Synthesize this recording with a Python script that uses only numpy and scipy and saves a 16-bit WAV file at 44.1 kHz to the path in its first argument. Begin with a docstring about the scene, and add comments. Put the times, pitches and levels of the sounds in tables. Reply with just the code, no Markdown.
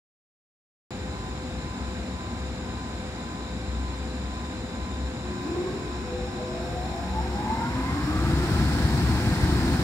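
"""Electric locomotive starting its blowers

It stands at a platform, rumbling, its cooling fans beating; crickets scrape their wings in the grass.
An inverter switches on with a thin whine, a relay ticks and two blowers spin up one behind the other.
Their blade tones climb through housing and duct resonances, then sink into a broad roar of air."""
import sys
import numpy as np
from scipy import signal
from scipy.fft import rfft, irfft, next_fast_len
from scipy.io import wavfile

SR = 44100
rng = np.random.default_rng(int(sys.argv[2]) if len(sys.argv) > 2 else 0)


def int16_out(signal):
    """Quantize to a 16-bit WAV file."""
    q = np.round(np.clip(np.atleast_2d(signal).T, -1, 1) * 32767)
    wavfile.write(sys.argv[1], SR, q.astype(np.int16))


N = 433503
T = np.arange(N) / SR
FFT_SIZE = next_fast_len(N, True)
BIN_HZ = np.maximum(np.fft.rfftfreq(FFT_SIZE, 1 / SR), 1)


def from_db(db):
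    """Decibels to gain."""
    return 10 ** (np.asarray(db) / 20)


def unit_power(x):
    """Scale to an RMS of 1."""
    return x / np.sqrt(np.mean(x ** 2) + 1e-20)


def pan(pan_db):
    """Left and right gains; pan_db is left minus right."""
    return from_db([[pan_db / 2], [-pan_db / 2]])


def in_time(rows):
    """Table columns, interpolated per sample."""
    times_s, *columns = np.transpose(rows)
    return [np.interp(T, times_s, column) for column in columns]


def at_hz(rows, hz):
    """Table columns, interpolated over log frequency."""
    points_hz, *columns = np.transpose(rows)
    return [np.interp(np.log(hz), np.log(points_hz), column) for column in columns]


def fade_in(start_s, rise_s):
    """Linear rise from 0 to 1."""
    return np.clip((T - start_s) / rise_s, 0, 1)


def swell(middle_s, width_s):
    """Bell-shaped gain, peak 1."""
    return np.exp(-((T - middle_s) / width_s) ** 2)


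def resonance(hz, centre_hz, width_hz):
    """Steep-sided resonance gain, peak 1."""
    return 1 / (1 + ((hz ** 2 - centre_hz ** 2) / (hz * width_hz)) ** 2)


def drift(corner_hz):
    """Slow random wander, RMS 1."""
    hop, settle = 40, 2000
    pole = np.exp(-2 * np.pi * corner_hz * hop / SR)
    noise = rng.standard_normal(N // hop + settle + 2)
    slow = signal.lfilter([1], [1, -2 * pole, pole * pole], noise)[settle:]
    return np.interp(np.arange(N) / hop, np.arange(len(slow)), unit_power(slow))


def shaped_noise(spectrum, image, lead_ms=0):
    """Stereo noise, left earlier by lead_ms; the channel mean has unit power."""
    density_db, = at_hz(spectrum, BIN_HZ)
    coherence, pan_db = at_hz(image, BIN_HZ)
    lag_rad = 2 * np.pi * BIN_HZ * lead_ms / 1000
    shared, own = rfft(rng.standard_normal((2, FFT_SIZE)))
    partly_shared = coherence * np.exp(-1j * lag_rad) * shared + np.sqrt(1 - coherence ** 2) * own
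    left_gain, right_gain = from_db(pan_db / 2), from_db(-pan_db / 2)
    pair = np.array([left_gain * shared, right_gain * partly_shared])
    sum_gain = np.sqrt(left_gain ** 2 + right_gain ** 2 + 2 * coherence * np.cos(lag_rad))
    out = irfft(pair * from_db(density_db) / sum_gain, FFT_SIZE)[:, :N]
    return out / np.std(out.mean(axis=0))


def tone(hz, image, lead_ms, scatter, flutter_hz):
    """Stereo tone; turbulence and reflections scatter a share of its power."""
    phase = 2 * np.pi * np.cumsum(hz + np.zeros(N)) / SR
    phases = np.array([phase, phase - 2 * np.pi * hz * lead_ms / 1000])
    coherence, pan_db = at_hz(image, np.mean(hz))
    shared, own = [(drift(flutter_hz) + 1j * drift(flutter_hz)) / np.sqrt(2) for _ in range(2)]
    flutter = np.array([shared, coherence * shared + np.sqrt(1 - coherence ** 2) * own])
    sway = np.sqrt(1 - scatter) + np.sqrt(scatter) * flutter
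    return np.sqrt(2) * (sway.real * np.cos(phases) - sway.imag * np.sin(phases)) * pan(pan_db)


# Stereo image at idle: freq_hz, coherence, pan_db
IDLE_IMAGE = [(70, 0.97, 2.5), (285, 1, 1.7), (550, 0.72, 1.5), (980, 1, 0), (1500, 0.13, -3.5),
              (2420, 0.8, -5), (3020, 0.26, 0.5), (3980, 1, 7), (5500, 0, 4), (7460, 0, -1.5),
              (9900, 0.15, 6.5), (12200, .05, -1.5), (14350, .05, -47)]
# Machinery rumble and grille hiss spectra: freq_hz, relative_db
RUMBLE = [(15, -65), (28, -37), (37, -23), (48, -7), (62, 4), (90, -2), (115, -4.5), (155, -7), (240, -3.5),
          (320, -8), (400, -12), (470, -17), (600, -67), (1000, -90)]
GRILLE_HISS = [(200, -48), (400, -25), (520, -2), (770, 2.5), (920, -1.5), (1150, -4.5), (1600, -7),
               (2350, -9.5), (3000, -15.5), (4400, -17.5), (6100, -23.5), (8600, -23), (10600, -33),
               (15000, -44.5)]
# Motor and body panel hum: pitch_hz, flutter_hz, level_db
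HUM = [(187.2, 14, -46.5), (239.4, 11, -49.5), (354.5, 4.3, -61.5), (766, 12, -62), (1560, 55, -54.5),
       (2393, 2.6, -63)]
# Slow chance swells of the rumble near 66 Hz: time_s, pitch_hz, relative_db
RUMBLE_SWELLS = [(0.95, 66.8, -42), (1.2, 64.6, -35), (1.35, 65.3, -47), (1.65, 66.2, -48),
                 (1.85, 66.66, -36.5), (2.1, 66.6, -42), (2.45, 67.6, -36.5), (3.3, 64.7, -44),
                 (3.85, 64.3, -32), (4.7, 66.3, -43.5), (5.05, 66.4, -33.5), (5.35, 65.4, -56),
                 (6.25, 65.5, -38.5), (6.55, 66.4, -45), (6.8, 66.2, -29), (7.0, 65.5, -37.5),
                 (7.18, 66.6, -29.5), (7.4, 66.7, -43), (7.7, 69.1, -49), (8.0, 68.1, -32.5),
                 (8.6, 68.5, -41)]


def idling_machinery(lead_ms=-0.13, rumble_db=-35, hiss_db=-44, swell_trim_db=0.5):
    """Machinery rumbles with slow irregular swells, grilles hiss, motors and panels hum."""
    rumble = from_db(rumble_db) * shaped_noise(RUMBLE, IDLE_IMAGE, lead_ms)
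    hiss = from_db(hiss_db + 0.21 * drift(3.4)) * shaped_noise(GRILLE_HISS, IDLE_IMAGE, lead_ms)
    hum = sum(from_db(db) * tone(hz, IDLE_IMAGE, lead_ms, scatter=0.84, flutter_hz=flutter_hz)
              for hz, flutter_hz, db in HUM)
    hz, db = in_time(RUMBLE_SWELLS)
    swells = from_db(swell_trim_db + db) * tone(hz, IDLE_IMAGE, lead_ms, scatter=0.2, flutter_hz=4.5)
    return rumble + hiss + hum + swells


# Cooling fan partials: pitch_hz, level_db, twin_relative_db, dip_s
FAN_PARTIALS = [(508.5, -49, -5, 2.8), (1017, -49.8, -2.3, 3.07)]


def beating_fans(lead_ms=-0.25, beat_hz=1.92):
    """Two fans at almost the same speed reinforce and partly cancel in turn."""
    arrival_s = np.array([T, T - lead_ms / 1000])
    out = 0
    for hz, db, twin_db, dip_s in FAN_PARTIALS:
        phase = 2 * np.pi * hz * arrival_s + 0.08 * drift(3)
        twin = from_db(twin_db) * np.sin(phase + 2 * np.pi * beat_hz * (T - dip_s))
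        out += np.sqrt(2) * from_db(db + 0.5 * drift(1)) * (np.sin(phase) - twin)
    return out


def wing_strokes(hz, fall_hz, strokes_per_s, duty):
    """Each wing closure gives a short falling whistle."""
    cycle = (strokes_per_s * T + rng.random() + 0.05 * drift(2)) % 1
    stroke = np.minimum(cycle / duty, 1)
    pitch_hz = hz + fall_hz * (0.5 - stroke) + 25 * drift(40.64)
    return unit_power(np.sin(np.pi * stroke) * np.sin(2 * np.pi * np.cumsum(pitch_hz) / SR))


def station_echoes(direct, wet_db=-4, t60_s=0.28):
    """Direct sound plus scatter from viaduct and walls."""
    t = np.arange(SR // 2) / SR
    tail = rng.standard_normal((2, len(t))) * from_db(-60 * t / t60_s)
    tail /= np.linalg.norm(tail, axis=1, keepdims=True)
    return direct + from_db(wet_db) * signal.fftconvolve(direct, tail, axes=1)[:, :N]


# Chirping crickets: pitch_hz, fall_hz, level_db, pan_db
CHIRPERS = [(4070, 480, -57, 3.5), (3706, 300, -61.5, 8)]
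# Their rhythms: strokes_per_s, chirps_per_s, chirp_middle_s
CHIRP_RHYTHMS = [(48.7, 4.4, 1.17), (45.25, 4.1, 1.04)]
# Their effort: time_s, gain_db
CHIRP_EFFORT = [(1, -1.5), (3, -3), (4, -0.5), (5.4, -2), (6.7, 0.5), (8, -4)]
# Trilling crickets: pitch_hz, fall_hz, strokes_per_s, level_db
TRILLERS = [(7100, 800, 11.85, -64), (7190, 800, 13.04, -64.5)]
# Distant insect spectrum: freq_hz, relative_db
CHORUS = [(2500, -58), (3400, -11.5), (3720, 0.5), (4100, 0), (4300, -52), (4600, -10.5), (5050, -3),
          (5450, -7), (5900, -18), (6500, -14), (6900, -4), (7350, -5.5), (7800, -14.5), (9000, -60)]


def crickets(chorus_db=-53):
    """Two near crickets chirp and two trill over a distant chorus."""
    near = np.zeros((2, N))
    effort_db, = in_time(CHIRP_EFFORT)
    for (hz, fall_hz, db, pan_db), rhythm in zip(CHIRPERS, CHIRP_RHYTHMS):
        strokes_per_s, chirps_per_s, middle_s = rhythm
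        gate = np.clip(0.5 + 2 * np.cos(2 * np.pi * chirps_per_s * (T - middle_s)), 0, 1)
        strokes = wing_strokes(hz, fall_hz, strokes_per_s, duty=0.6)
        near += from_db(db + effort_db) * gate * strokes * pan(pan_db)
    for (hz, fall_hz, strokes_per_s, db), right_lag_samples in zip(TRILLERS, (1, 0)):
        trill = from_db(db) * wing_strokes(hz, fall_hz, strokes_per_s, duty=0.55)
        near += [trill, np.roll(trill, right_lag_samples)]
    return station_echoes(near) + from_db(chorus_db) * shaped_noise(CHORUS, IDLE_IMAGE)


# Inverter whine, on multiples of 120 Hz: pitch_hz, switch_on_db, full_drive_db
WHINE = [(2520, -63, -62.5), (5280, -67.5, -67), (5400, -64.5, -58.5), (5520, -66, -71), (7920, -78, -77),
         (8040, -81, -80), (8280, -82, -81)]


def inverter(on_s=5.17, ripple_hz=360, ripple_db=-41.5, ease_db=12):
    """The switched supply makes windings whine and hum; the hum eases as the blowers near top speed."""
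    drive = fade_in(on_s, rise_s=1.61)
    whine = 0
    for hz, on_db, full_db in WHINE:
        gain = from_db(on_db + (full_db - on_db) * drive)
        whine += gain * tone(hz, IDLE_IMAGE, lead_ms=0, scatter=0.14, flutter_hz=5.4)
    ripple = tone(ripple_hz, IDLE_IMAGE, lead_ms=0, scatter=0.12, flutter_hz=6)
    hum = from_db(ripple_db - ease_db * fade_in(7.45, rise_s=0.43)) * ripple
    return fade_in(on_s, rise_s=0.15) * (whine + hum)


RAMP_START_S, BLOWER_FADE_S = 5.25, 0.069
BLADES, TOP_HZ = 20, 1425
# Spin-up, one curve per blower: time_s, blade_hz
SPIN_UP = [
    [(RAMP_START_S, 185), (5.35, 215), (5.43, 295), (5.55, 343), (5.7, 374), (5.82, 405), (6.09, 499),
     (6.42, 612), (6.57, 665), (6.8, 728), (7.18, 872), (7.7, 1070), (8.25, 1310), (8.53, TOP_HZ)],
    [(5.5, 226), (6.38, 499), (7.0, 686), (7.25, 768), (7.5, 872), (7.61, 918), (7.8, 988), (7.95, 1066),
     (8.45, 1265), (8.8, TOP_HZ)],
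]


def blade_hz(blower):
    """Blade-passing rate of blower 0 or 1."""
    return in_time(SPIN_UP[blower])[0]


def sinking(hz, from_hz=1404, depth_db=18):
    """Gain that sinks a blower's tones just under top speed."""
    return from_db(-depth_db * np.clip((hz - from_hz) / (TOP_HZ - from_hz), 0, 1))


# Stereo image of the blowers: freq_hz, coherence, pan_db
BLOWER_IMAGE = [(70, 0.99, 3), (302, 1, 0.5), (520, 0.93, 0.5), (865, 1, -0.5), (1210, 0.93, -2),
                (1690, 0.59, -6.5), (2360, 0.29, -5), (3100, 0.7, 1), (4080, 0.15, 9.5), (5540, 0.13, 4),
                (7500, 0.12, -5), (10000, 0.064, 7.5), (11700, .1, 2), (13000, .05, -11), (14500, .05, -20)]
# Housing resonances: centre_hz, width_hz, first_blower_db, second_blower_db
HOUSING_MODES = [(195, 40, -38, -60), (298, 44, -33.5, -50), (346, 44, -29, -44), (385, 40, -36.5, -48),
                 (612, 24, -44, -50), (665, 36, -38.5, -46), (690, 50, -42, -38.5), (727, 24, -37, -48),
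                 (772, 65, -39.5, -43), (830, 45, -44, -37), (874, 40, -33.5, -29.5), (918, 32, -48, -30),
                 (980, 80, -44, -36.5), (1064, 60, -51, -37), (1160, 90, -50, -42), (1315, 120, -39, -46)]
# Side tones from uneven blades: offset_shaft_orders, relative_db
SIDE_TONES = [(-5, -18), (-2, -15), (-1, -14), (1, -14), (2, -14), (5, -22)]
# Buzzing panels: blade_tone_multiple, panel_hz, width_hz, first_blower_db, second_blower_db
PANELS = [(2, 700, 110, -47, -58), (1.42, 790, 220, -48, -62), (3, 1085, 170, -46, -60),
          (1.5, 1398, 50, -56, -42), (1.25, 1235, 40, -58, -45), (1.5, 1630, 160, -51, -52),
          (2, 2090, 200, -50, -49)]


def blower_tones(lead_ms=0.13, waver_share=0.007, skirt_db=-15.5):
    """Blade tones waver in unsteady air, swell at housing resonances and set panels buzzing."""
    def rough_tone(hz, scatter, flutter_hz):
        return tone(hz, BLOWER_IMAGE, lead_ms, scatter, flutter_hz)

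    out = 0
    for blower, curve in enumerate(SPIN_UP):
        start_s, hz = curve[0][0], blade_hz(blower)
        wavering_hz = hz * (1 + waver_share * drift(14))
        housing_power = sum((from_db(db[blower]) * resonance(hz, centre_hz, width_hz)) ** 2
                            for centre_hz, width_hz, *db in HOUSING_MODES)
        blades = rough_tone(wavering_hz, scatter=0.38, flutter_hz=25.67)
        for order, db in SIDE_TONES:
            side_hz = wavering_hz * (1 + order / BLADES)
            blades += from_db(db) * rough_tone(side_hz, scatter=0.81, flutter_hz=21)
        buzz = 0
        for multiple, panel_hz, width_hz, *db in PANELS:
            gain = from_db(db[blower]) * resonance(multiple * hz, panel_hz, width_hz)
            buzz += gain * rough_tone(panel_hz, scatter=0.85, flutter_hz=32)
        tip_eddies = from_db(skirt_db) * rough_tone(hz, scatter=0.54, flutter_hz=70.4)
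        envelope = fade_in(start_s, BLOWER_FADE_S) * sinking(hz)
        out += envelope * (np.sqrt(housing_power) * (blades + tip_eddies) + buzz)
    return out


# Motor growl, about two octaves under the blade tone: time_s, pitch_hz
GROWL_PITCH = [(5.25, 50), (7.0, 180), (7.4, 212), (8.0, 291), (8.2, 320), (8.53, 356)]


def blower_motor(lead_ms=0.04, growl_db=-34, shaft_top_db=-29.5, standstill_loss_db=57):
    """The first blower's motor growls through a body resonance; its shaft throbs once a turn."""
    hz = blade_hz(0)
    growl_hz, = in_time(GROWL_PITCH)
    growl_gain = from_db(growl_db) * sinking(hz) * resonance(growl_hz, centre_hz=315, width_hz=270)
    growl = growl_gain * tone(growl_hz, BLOWER_IMAGE, lead_ms, scatter=0.41, flutter_hz=15)
    shaft_gain = from_db(shaft_top_db - standstill_loss_db * (1 - hz / TOP_HZ))
    shaft = shaft_gain * tone(hz / BLADES, BLOWER_IMAGE, lead_ms, scatter=0.39, flutter_hz=3.2)
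    return fade_in(RAMP_START_S, BLOWER_FADE_S) * (growl + shaft)


# Spectra of duct roar, outlet rush, outlet jet and the roar's low mids: freq_hz, relative_db
ROAR = [(15, -60), (28, -42), (37, -14), (46, -13.5), (70, -1.5), (90, -5), (130, -3.5), (200, -9.5),
        (290, -10), (360, -14), (400, -22.5), (460, -26.5), (600, -48), (1000, -90)]
RUSH = [(250, -50), (450, -20), (560, -7), (680, 0), (880, 0.5), (1150, -5.5), (1600, -2.5), (2100, -9.5),
        (2800, -17.5), (3600, -19.5), (6000, -80)]
JET = [(1650, -13), (2800, -13), (3550, -5.5), (3870, 1), (4310, 4), (4690, 1.5), (5080, 2), (6430, -7.5),
       (8510, -4.5), (12200, -17.5), (14700, -12.5), (15600, -15)]
ROAR_LOW_MIDS = [(130, -33), (185, 1), (270, -1), (355, -1), (400, -9), (460, -37), (1000, -90)]
# Roar, rush and jet against speed: top_db, standstill_loss_db, exponent, gust_db, first_blower_share
AIR_LAWS = [(-23.5, 30, 0.78, -54, 0.94), (-36, 34.5, 1.52, -53.5, 0.22), (-43, 38.5, 0.95, -65, 0.8)]
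# Roar level wander near top speed: time_s, gain_db
ROAR_WANDER = [(7.5, -1), (7.75, -1), (7.96, 1.5), (8.07, -1), (8.25, 2), (8.5, 0), (8.73, -1.5), (9.07, 1),
               (9.2, -1), (9.45, 0.5), (9.8, 0.5)]


def blower_air(lead_ms=0.13, low_mid_db=-28.5, flicker_db=0.52):
    """A starting gust, then air noise that grows with speed; the roar's low mids swell briefly."""
    gust = swell(middle_s=5.6, width_s=0.37)
    low_mid_gain = from_db(low_mid_db) * swell(middle_s=9.62, width_s=0.17)
    out = low_mid_gain * shaped_noise(ROAR_LOW_MIDS, BLOWER_IMAGE, lead_ms)
    roar_wander_db, = in_time(ROAR_WANDER)
    for spectrum, wander_db, law in zip((ROAR, RUSH, JET), (roar_wander_db, 0, 0), AIR_LAWS):
        top_db, loss_db, exponent, gust_db, share = law
        speed = (share * blade_hz(0) + (1 - share) * blade_hz(1)) / TOP_HZ
        flow_db = top_db - loss_db * np.maximum(1 - speed, 0) ** exponent
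        gain = from_db(flow_db + wander_db) + from_db(gust_db) * gust
        out += gain * shaped_noise(spectrum, BLOWER_IMAGE, lead_ms)
    return fade_in(RAMP_START_S, BLOWER_FADE_S) * from_db(flicker_db * drift(23)) * out


# Relay ticks: start_s, relative_db
RELAY_TICKS = [(5.4198, -43), (5.423, -29)]


def relay(highpass_hz=7000, decay_s=0.00035, gain=0.5):
    """A tiny bright double tick as the blowers start."""
    envelope = sum(from_db(db) * (T >= start_s) * np.exp(-np.abs(T - start_s) / decay_s)
                   for start_s, db in RELAY_TICKS)
    highpass = signal.butter(2, highpass_hz, "high", fs=SR, output="sos")
    return signal.sosfilt(highpass, gain * envelope * rng.standard_normal((2, N)))


# Duct resonance crossings, one per blower: peak_db, fall_db_per_s
DUCT_CROSSINGS = [(-34.5, 60), (-37.5, 32)]


def singing_duct(pitch_hz=498.4, hum_db=-52, rise_db_per_s=168, peak_delay_s=0.051):
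    """The duct sings as each blade tone crosses its resonance, then hums on in the air stream."""
    gain = from_db(hum_db) * (blade_hz(0) > pitch_hz)
    for blower, (peak_db, fall_db_per_s) in enumerate(DUCT_CROSSINGS):
        crossing_s = np.interp(pitch_hz, blade_hz(blower), T)
        since_peak_s = T - crossing_s - peak_delay_s
        below_peak_db = np.maximum(-rise_db_per_s * since_peak_s, fall_db_per_s * since_peak_s)
        gain = np.maximum(gain, from_db(peak_db - below_peak_db))
    return gain * tone(pitch_hz, BLOWER_IMAGE, lead_ms=0.044, scatter=0.51, flutter_hz=6.9)


# High hiss spectrum: freq_hz, relative_db
HIGH_HISS = [(6000, -45), (8500, -4), (10600, 4), (11700, -11), (12500, -2), (14700, -2), (15600, -12)]
# Its stereo image: freq_hz, coherence, pan_db
HIGH_HISS_IMAGE = [(10500, .1, -1), (12500, .1, -24)]


def high_hiss(level_db=-69):
    """A thin hiss, perhaps an air valve, opens abruptly on the right and stays."""
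    return from_db(level_db) * fade_in(6.59, rise_s=0.029) * shaped_noise(HIGH_HISS, HIGH_HISS_IMAGE)


def scene():
    """Locomotive and trackside, heard from the platform."""
    background = idling_machinery() + beating_fans() + crickets()
    start_up = inverter() + blower_tones() + blower_motor() + blower_air() + relay()
    return background + start_up + singing_duct() + high_hiss()


def record(dry, start_s=0.906, cutoff_hz=15700):
    """Silence until start_s; steep treble cut."""
    lowpass = signal.ellip(12, 0.1, 90, cutoff_hz, fs=SR, output="sos")
    return signal.sosfilt(lowpass, dry * (T >= start_s))


dry = scene()
out = record(dry)
int16_out(out)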